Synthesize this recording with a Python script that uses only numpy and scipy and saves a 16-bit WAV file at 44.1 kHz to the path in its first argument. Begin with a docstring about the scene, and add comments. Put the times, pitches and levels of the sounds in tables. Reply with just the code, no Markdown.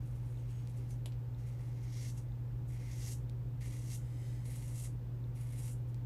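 """A small bathroom, one microphone close to a safety razor working through lathered stubble.
A ventilation fan hums steadily behind, with a faint electrical whine and a soft pip about once a second.
Up front come six short strokes: each cut hair is a tiny snap that rings the blade and the razor head.
Coarse hairs click out singly, steel rubs and squeaks on wet skin, and a few sharp ticks fall in and
between the strokes. Mirror and shelves send quick echoes back to the microphone."""
import sys
import numpy as np
from scipy import signal
from scipy.fft import rfft, irfft, next_fast_len
from scipy.io import wavfile

SR = 44100
rng = np.random.default_rng(int(sys.argv[2]) if len(sys.argv) > 2 else 0)


def put_to_file(sound):
    """Save the sound as 16-bit audio at rate SR, in the file named by the first command-line argument."""
    columns = np.atleast_2d(sound).T  # one column per channel
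    safe = np.clip(columns, -1, 1)
    whole_steps = np.round(safe * 32767)
    wavfile.write(sys.argv[1], SR, whole_steps.astype(np.int16))


N = 266951
TIME = np.arange(N) / SR

# shaft, mains and duct tones of the fan: pitch_hz, rms_db, waver_db
FAN_TONES = [(49.4, -53, .5), (58.1, -57.5, 1.5), (101.3, -63, 2), (119.96, -40.8, .15),
             (221.4, -73.5, 1.5), (258.6, -69.5, 1)]
# spectrum of the fan's moving air: frequency_hz, gain_db
AIR_COLOUR = [(15, -16.5), (35, -8), (64, 0.5), (84, -4.5), (135, -2.5), (165, -10.5), (205, -14),
              (270, -14.5), (440, -24), (700, -28), (1500, -34.7), (5000, -47), (12900, -52.7),
              (14000, -68)]
# room and duct resonances that the air stirs: pitch_hz, width_hz, gain_db
DUCT_MODES = [(138.6, 6.1, 3), (174.5, 5.2, -1), (302.4, 7.4, 6), (385.8, 15.5, 3), (492.3, 31, 4.5),
              (547, 11, 2.5), (720, 19, -15), (822, 37, -2.5), (893, 16, 2.5)]
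# resonances of a soft pip: pitch_hz, width_hz, gain_db
PIP_MODES = [(3630, 240, 0), (3950, 400, -3)]

# sharp ticks of the razor: time_s, level_db, room_db, ring_db, cutoff_hz
TICKS = [(0.674, -42, -22, -26, 20000), (1.0591, -37, -3, 6, 7500), (1.0622, -49.5, -4, 8, 16000),
         (1.122, -43.5, 0, -21, 5500), (3.2973, -43, -12, -26, 20000), (4.4556, -51, -3, -20, 16000),
         (5.9451, -45, -6, -27, 20000)]
# spectrum of a tick: frequency_hz, gain_db
TICK_COLOUR = [(300, -15), (700, 2), (1400, -12), (2200, 8), (3000, 3), (4500, 7.5), (6000, 1.5), (8000, 2),
               (11500, -4), (13500, -18), (15500, -9)]
# what a tick sets ringing: pitch_hz, width_hz, gain_db
TICK_MODES = [(643, 370, 7), (895, 200, 9.5), (3020, 300, 7.5), (3380, 150, 0), (3800, 300, -11),
              (4260, 110, -27), (8000, 720, 3), (10400, 340, 12), (11300, 620, 17.5)]

# a short squeak of steel on wet skin: time_s, pitch_hz, rms_db
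SQUEAK = [(.91, 6150, -90), (.92, 6070, -63), (.935, 6120, -81), (.965, 6100, -90)]
# the blade rubbing through lather: time_s, rms_db
SWISH_LEVELS = [(.34, -82), (.4, -73), (.45, -90), (.5, -76), (.6, -72), (.67, -88)]
# resonances of that rub: pitch_hz, width_hz, gain_db
SWISH_MODES = [(2920, 650, -7), (6600, 180, -2), (7900, 590, -10)]
# the razor gliding back up the neck in light contact: time_s, level_db
GLIDE_LEVELS = [(3.98, -83), (4.04, -72), (4.15, -70.5), (4.24, -67), (4.33, -67.5), (4.43, -72),
                (4.47, -82)]
# spectrum of the glide's hiss: frequency_hz, gain_db
GLIDE_COLOUR = [(1200, -27.5), (2000, 5.5), (2700, 2), (3500, -2), (6000, -1.5), (11000, -2.5), (13000, -6),
                (14500, -25)]
# resonances that the glide stirs: pitch_hz, width_hz, gain_db
GLIDE_MODES = [(1200, 110, 10), (3070, 70, 3), (3770, 70, 2), (4270, 60, -2), (5060, 100, 3),
               (6250, 200, -3), (7100, 120, -3), (7950, 190, 1), (10050, 110, 0)]

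# single coarse hairs parting: time_s, direct_peak_db
COARSE_HAIRS = [(.0606, -57), (.1553, -53), (.2597, -57), (.7041, -58), (.8941, -56), (1.3927, -60),
                (1.472, -53), (1.4871, -55), (1.6063, -58), (2.1474, -52), (2.6865, -55), (2.7025, -54),
                (2.7224, -54), (4.5015, -48), (4.6217, -52), (4.6817, -48), (4.7578, -45), (5.4122, -48),
                (5.5239, -48), (5.5831, -48), (5.6317, -46), (5.6811, -42.5)]
# spectrum of a coarse hair's snap: frequency_hz, gain_db
HAIR_COLOUR = [(1000, -22), (2200, -10), (4500, -7), (7500, 0), (11000, -1), (12800, -6), (13800, -28)]
# stubble under the blade: time_s, snaps_per_s
STUBBLE = [(0, 1000), (1.6, 1120), (2.0, 8100), (3.1, 5600), (3.9, 5000), (4.5, 3600), (4.8, 1750),
           (5.6, 2200)]

# steel resonances of the razor head, main ring first: pitch_hz, width_hz, gain_db
HEAD_MODES = [(2030, 150, 0), (1200, 110, -11), (2200, 220, -11), (2300, 90, -4)]
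# skin damps the head and blurs its main ring: time_s, width_hz
HEAD_DAMPING = [(.75, 650), (1.45, 200), (2.0, 220), (2.85, 260), (3.05, 200), (3.7, 208), (4.3, 170),
                (4.52, 250), (5.4, 200), (5.62, 450)]
# steel resonances of the blade: pitch_hz, width_hz, gain_db
BLADE_MODES = [(3090, 60, 5), (4530, 40, 3), (5080, 45, 5), (5685, 45, 5), (6020, 40, 0), (6290, 60, -3),
               (6590, 110, -3), (6720, 35, 1), (7050, 40, -1), (7640, 80, -4), (8960, 45, -3),
               (9660, 80, 3), (10780, 110, -4)]
# treble region that the blade favours, narrow and low along the jaw, broad and high on the throat:
# time_s, centre_hz, width_hz
BLADE_FOCUS = [(.2, 9050, 5400), (.55, 6840, 5400), (1.6, 7500, 6000), (1.9, 5400, 2600), (2.1, 6050, 3600),
               (2.95, 5900, 2600), (3.1, 5930, 2800), (3.7, 7150, 5400), (3.92, 5700, 2400),
               (4.0, 7100, 5400), (4.5, 10000, 4400), (4.7, 8300, 5400), (4.85, 8400, 4200),
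               (5.4, 10300, 4400), (5.72, 8600, 4800)]
# spectrum of the cut's rasp: frequency_hz, gain_db
RASP_COLOUR = [(900, -4.5), (1600, -7), (2200, -18), (2700, 8.5), (3100, 0), (3600, 3), (4700, 1.5),
               (5600, 3.5), (6600, 1), (8000, -12), (11000, -45), (14000, -70)]
# spectrum of the cut's crisp top: frequency_hz, gain_db
CRISP_COLOUR = [(3000, -27), (5500, -17), (7500, -1), (9600, 1), (11000, 0.5), (12600, -1.5), (13300, -8),
                (13800, -40), (15500, -23)]
# small tufts that catch on the edge: time_s, rasp_db, crisp_over_rasp_db
TUFTS = [(.066, -83, 9), (.112, -82, 6), (.159, -78, 0), (.264, -92, 14), (.31, -82.5, 11),
         (.505, -73, 2.5), (.698, -76, 4), (.775, -76.5, 8.5), (0.909, -65.5, 3.5), (1.476, -82, 9),
         (1.61, -73, -2), (1.665, -79, 4), (1.835, -71, 1), (2.08, -69, -2), (2.18, -64.5, 2.5),
         (2.69, -81, 14), (2.74, -82, 16.5), (2.918, -64, -8), (3.025, -57.5, -5), (3.075, -58.5, 3),
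         (3.635, -84, 6), (3.922, -60, -4), (4.462, -63.5, 1), (4.512, -61, 2.5), (4.56, -60.5, 1.5),
         (4.795, -68, 7), (4.848, -57.5, 0.5), (5.365, -88, 2), (5.412, -76, 9.5), (5.59, -72, 13),
         (5.888, -75, -1.5)]
# strokes of the razor, each a drag and then a quick sweep: start_s, length_s, swell_s, sweep_s,
# drag_db, sweep_db, crisp_over_rasp_db, drag_ring_db, sweep_ring_db, bite_ring_db
STROKES = [(0.0, 0.92, 0.34, 0.28, -80.5, -79, -3.5, -79.5, -76, -3),
           (1.372, 0.73, 0.18, 0.11, -76.5, -59, -4, -73.5, -64, 0),
           (2.692, 0.44, 0.4, 0.03, -77.5, -56, -0.5, -61.5, -65.5, -8.5),
           (3.602, 0.35, 0.058, 0.027, -65.5, -57, 0.5, -71, -64.5, 10),
           (4.447, 0.396, 0.045, 0.055, -66, -58, 0, -72, -71, 4.5),
           (5.345, 0.37, 0.19, 0.052, -70, -63, 0, -71.5, -71.5, 3)]


def from_db(db):
    """Decibels to gain."""
    return 10 ** (np.asarray(db) / 20)


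def unit_rms(x):
    """Scale to rms 1."""
    return x / np.sqrt(np.mean(x ** 2) + 1e-20)


def drift(rate_hz):
    """A smooth random wander with rms near 1."""
    step, settle = 40, 2000
    r = np.exp(-2 * np.pi * step * rate_hz / SR)
    noise = rng.standard_normal(N // step + settle + 2)
    slow = signal.lfilter([1], [1, -2 * r, r * r], noise)[settle:]
    return np.interp(np.arange(N) / step, np.arange(len(slow)), unit_rms(slow))


def curves(rows):
    """The columns that follow time_s, interpolated to every sample."""
    time_s, *columns = np.transpose(rows)
    return [np.interp(TIME, time_s, column) for column in columns]


def envelope(times_s, levels_db):
    """A gain that follows the levels and is silent before and after them."""
    return from_db(np.interp(TIME, times_s, levels_db, left=-np.inf, right=-np.inf))


def impulses(times_s, levels_db):
    """Single clicks at given moments."""
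    out = np.zeros(N)
    out[np.round(np.asarray(times_s) * SR).astype(int)] = from_db(levels_db)
    return out


def colour(x, points):
    """Causal (minimum-phase) filter that follows rows of frequency_hz, gain_db."""
    size = 2 * next_fast_len(N // 2 + SR // 4)
    hz, gain_db = np.transpose(points)
    bins_hz = np.maximum(np.arange(size // 2 + 1) * SR / size, 1)
    gain = from_db(np.interp(np.log(bins_hz), np.log(hz), gain_db))
    cepstrum = irfft(np.log(gain))
    cepstrum[1:size // 2] *= 2
    cepstrum[size // 2 + 1:] = 0
    return irfft(rfft(x, size) * np.exp(rfft(cepstrum)))[:N]


def resonate(x, modes):
    """Parallel resonances from rows of pitch_hz, width_hz, gain_db."""
    out = np.zeros(N)
    for pitch_hz, width_hz, gain_db in modes:
        r = np.exp(-np.pi * width_hz / SR)
        poles = [1, -2 * r * np.cos(2 * np.pi * pitch_hz / SR), r * r]
        out += from_db(gain_db) * (1 - r * r) / 2 * signal.lfilter([1, 0, -1], poles, x + 1e-18)
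    return out


def moving_resonance(x, centre_hz, width_hz, block=256):
    """A resonance of steady power whose centre and width follow curves, stepped block by block."""
    r = np.exp(-np.pi * width_hz / SR)
    state, out = np.zeros(2), np.zeros(N)
    for i in range(0, N, block):
        poles = [1, -(1 + r[i] ** 2) * np.cos(2 * np.pi * centre_hz[i] / SR), r[i] ** 2]
        out[i:i + block], state = signal.lfilter([1, 0, -1], poles, x[i:i + block], zi=state)
    return np.sqrt((1 - r * r) / 2) * out


def bathroom(x, early_s=0.034, tail_db=-12, tail_t60_s=0.26):
    """Dense echoes of unit energy: a quick burst off the nearby mirror and shelves, then a short tail."""
    t = TIME[:SR // 3]
    fade = from_db(-20 * t / early_s) + from_db(tail_db - 60 * t / tail_t60_s)
    echoes = rng.standard_normal(len(t)) * fade * (t > .001)
    return signal.fftconvolve(x, echoes / np.linalg.norm(echoes))[:N]


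def fan(air_rms_db=-49.5):
    """The room tone: wavering motor tones over a rumble of air that stirs the duct."""
    tones = np.zeros(N)
    for pitch_hz, rms_db, waver_db in FAN_TONES:
        amplitude = np.sqrt(2) * from_db(rms_db + waver_db * drift(1.0))
        tones += amplitude * np.sin(2 * np.pi * (pitch_hz * TIME + rng.random()))
    air = colour(rng.standard_normal(N), AIR_COLOUR)
    return tones + from_db(air_rms_db) * unit_rms(air + resonate(air, DUCT_MODES))


def whine(pitch_hz=14523, wander_hz=8, rms_db=-82.5):
    """Far back, a thin, slightly unsteady tone from a power supply."""
    hz = pitch_hz + wander_hz * drift(16)
    return from_db(rms_db) * np.sqrt(2) * np.sin(2 * np.pi * np.cumsum(hz) / SR)


def pips(first_s=.373, every_s=.9735, peak_db=-61):
    """Tiny, rounded pitched clicks at a steady pace in the background, perhaps a dripping tap."""
    unit_pip = resonate(resonate(impulses([0], [0]), PIP_MODES), PIP_MODES)
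    drops = impulses(np.arange(first_s, TIME[-1], every_s), peak_db)
    return resonate(resonate(drops, PIP_MODES), PIP_MODES) / np.abs(unit_pip).max()


def ticks():
    """Brief ticks, duller when the contact is soft; a hard one rings the razor and stirs the room."""
    unit_peak = np.abs(colour(impulses([0], [0]), TICK_COLOUR)).max()
    direct, to_room = np.zeros(N), np.zeros(N)
    for time_s, level_db, room_db, ring_db, cutoff_hz in TICKS:
        softness = signal.butter(2, cutoff_hz, fs=SR, output="sos")
        click = signal.sosfilt(softness, impulses([time_s], [level_db]) + 1e-18)
        tick = click + from_db(ring_db) * resonate(click, TICK_MODES)
        direct += tick
        to_room += from_db(room_db) * tick
    return colour(direct + bathroom(to_room), TICK_COLOUR) / unit_peak


def squeak(jitter_hz=80):
    """Stick-slip makes the blade sing for a moment as the first stroke ends."""
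    time_s, pitch_hz, rms_db = np.transpose(SQUEAK)
    hz = np.interp(TIME, time_s, pitch_hz) + jitter_hz * drift(150)
    return np.sqrt(2) * envelope(time_s, rms_db) * np.sin(2 * np.pi * np.cumsum(hz) / SR)


def swish():
    """Midway through the first, slow stroke the flat of the blade rubs through lather and rings softly."""
    rub = unit_rms(resonate(rng.standard_normal(N), SWISH_MODES))
    return envelope(*np.transpose(SWISH_LEVELS)) * rub


def head_ring(drive, side_modes_db=-6, spurt_db=1.3, rise_per_width=0.28):
    """The head rings in uneven spurts; where the skin grips it, its main ring broadens and climbs."""
    free_hz, free_width_hz, _ = HEAD_MODES[0]
    width_hz, = curves(HEAD_DAMPING)
    pitch_hz = free_hz + rise_per_width * (width_hz - free_width_hz)
    main = unit_rms(moving_resonance(drive, pitch_hz, width_hz))
    side_modes = from_db(side_modes_db) * unit_rms(resonate(drive, HEAD_MODES[1:]))
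    spurts = from_db(spurt_db * drift(11))
    return unit_rms(spurts * (main + side_modes))


def glide(friction_db=-5, head_db=-4):
    """Sliding back up the neck, the razor cuts nothing: smooth friction hisses and rings the head."""
    friction = rng.standard_normal(N)
    rub = from_db(friction_db) * friction + resonate(friction, GLIDE_MODES)
    hiss = unit_rms(colour(rub, GLIDE_COLOUR))
    head = from_db(head_db) * head_ring(friction, side_modes_db=-16)
    return envelope(*np.transpose(GLIDE_LEVELS)) * (hiss + head)


def coarse_hairs(room_db=5):
    """Each parts with one crisp click, which reaches the microphone just ahead of its echoes."""
    unit_peak = np.abs(colour(impulses([0], [0]), HAIR_COLOUR)).max()
    clicks = impulses(*np.transpose(COARSE_HAIRS))
    return colour(clicks + from_db(room_db) * bathroom(clicks), HAIR_COLOUR) / unit_peak


def hair_snaps(spread_db=0.5, friction_db=-8, clump_db=3.5):
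    """Hairs of uneven thickness part in clumps, over the smooth friction of steel on skin."""
    snaps_per_s, = curves(STUBBLE)
    cuts = rng.random(N) < snaps_per_s * from_db(clump_db * drift(120)) / SR
    sizes = from_db(spread_db * np.minimum(rng.exponential(1, N), 5))
    signs = rng.choice([-1, 1], N)
    snaps = unit_rms(cuts * sizes * signs / np.sqrt(snaps_per_s))   # as loud when sparse as when dense
    return snaps + from_db(friction_db) * rng.standard_normal(N)


def blade_ring(snaps, focus_db=-7, modes_db=5):
    """The angle of the edge favours one region of the treble, and the blade modes that lie in it."""
    steel = snaps + from_db(modes_db) * resonate(snaps, BLADE_MODES)
    return snaps + from_db(focus_db) * moving_resonance(steel, *curves(BLADE_FOCUS))


def tuft(time_s, rasp_db, crisp_over_rasp_db, ring_over_rasp_db=-8, rise_s=0.012, fall_s=0.024):
    """The edge catches a tuft in one brief burst: gains of rasp, crisp top and head ring."""
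    burst = np.exp(-np.maximum((time_s - TIME) / rise_s, (TIME - time_s) / fall_s))
    gains = from_db([rasp_db, rasp_db + crisp_over_rasp_db, rasp_db + ring_over_rasp_db])
    return np.outer(gains, burst)


def stroke(start_s, length_s, swell_s, sweep_s, drag_db, sweep_db, crisp_over_rasp_db,
           drag_ring_db, sweep_ring_db, bite_ring_db):
    """The edge bites, drags, sweeps and leaves the skin: gains of rasp, crisp top and head ring."""
    attack_s, bite_s, unload_s = 0.013, 0.16, 0.033
    exit_db, exit_s = 3, 0.2   # the top gets crisper as the edge speeds off the skin
    release_db_per_s, rasp_fade_db_per_s, ring_fade_db_per_s = 340, 47, 246
    age_s = TIME - start_s
    past_end_s = age_s - length_s
    speed = np.clip(1 + (past_end_s + sweep_s) / swell_s, 0, 1)   # 0 in the drag, 1 in the sweep
    contact = np.clip(age_s / attack_s, 0, 1) * from_db(-release_db_per_s * np.maximum(past_end_s, 0))
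    bite = np.exp(-np.maximum(age_s, 0) / bite_s)
    leaving = np.exp(np.minimum(past_end_s, 0) / exit_s)
    rasp_db = drag_db + speed * (sweep_db - drag_db)
    crisp_db = rasp_db + crisp_over_rasp_db + exit_db * leaving
    ring_db = drag_ring_db + speed * (sweep_ring_db - drag_ring_db) + bite_ring_db * bite
    # the pressure eases just before the end: the head stops ringing and the rasp thins
    unloaded_s = np.maximum(past_end_s + unload_s, 0)
    rasp_db -= rasp_fade_db_per_s * unloaded_s
    ring_db -= ring_fade_db_per_s * unloaded_s
    return contact * from_db([rasp_db, crisp_db, ring_db])


def razor(rasp_trim_db=-2, room_db=-7):
    """Close up, the same snaps sound as rasp, crisp top and head ring, in shares that shift as it cuts."""
    power = sum(stroke(*row) ** 2 for row in STROKES) + sum(tuft(*row) ** 2 for row in TUFTS)
    rasp_gain, crisp_gain, ring_gain = np.sqrt(power)
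    snaps = hair_snaps()
    blade = blade_ring(snaps)
    rasp = from_db(rasp_trim_db) * rasp_gain * unit_rms(colour(blade, RASP_COLOUR))
    crisp = crisp_gain * unit_rms(colour(blade, CRISP_COLOUR))
    direct = rasp + crisp + ring_gain * head_ring(snaps)
    wet = from_db(room_db)
    return (direct + wet * bathroom(direct)) / np.hypot(1, wet)


def scene():
    """The shave up front and the steady room behind it, at one microphone."""
    shave = razor() + coarse_hairs() + swish() + glide() + squeak() + ticks()
    background = pips() + fan() + whine()
    return (shave + background)[None]


def record(dry):
    """The microphone channel opens with a very short fade and cuts the highest treble steeply."""
    fade_in_s, cutoff_hz = .004, 15700
    opening = np.minimum(TIME / fade_in_s, 1)
    lowpass = signal.ellip(10, .1, 80, cutoff_hz, fs=SR, output="sos")
    return signal.sosfilt(lowpass, opening * dry)


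dry = scene()
out = record(dry)
put_to_file(out)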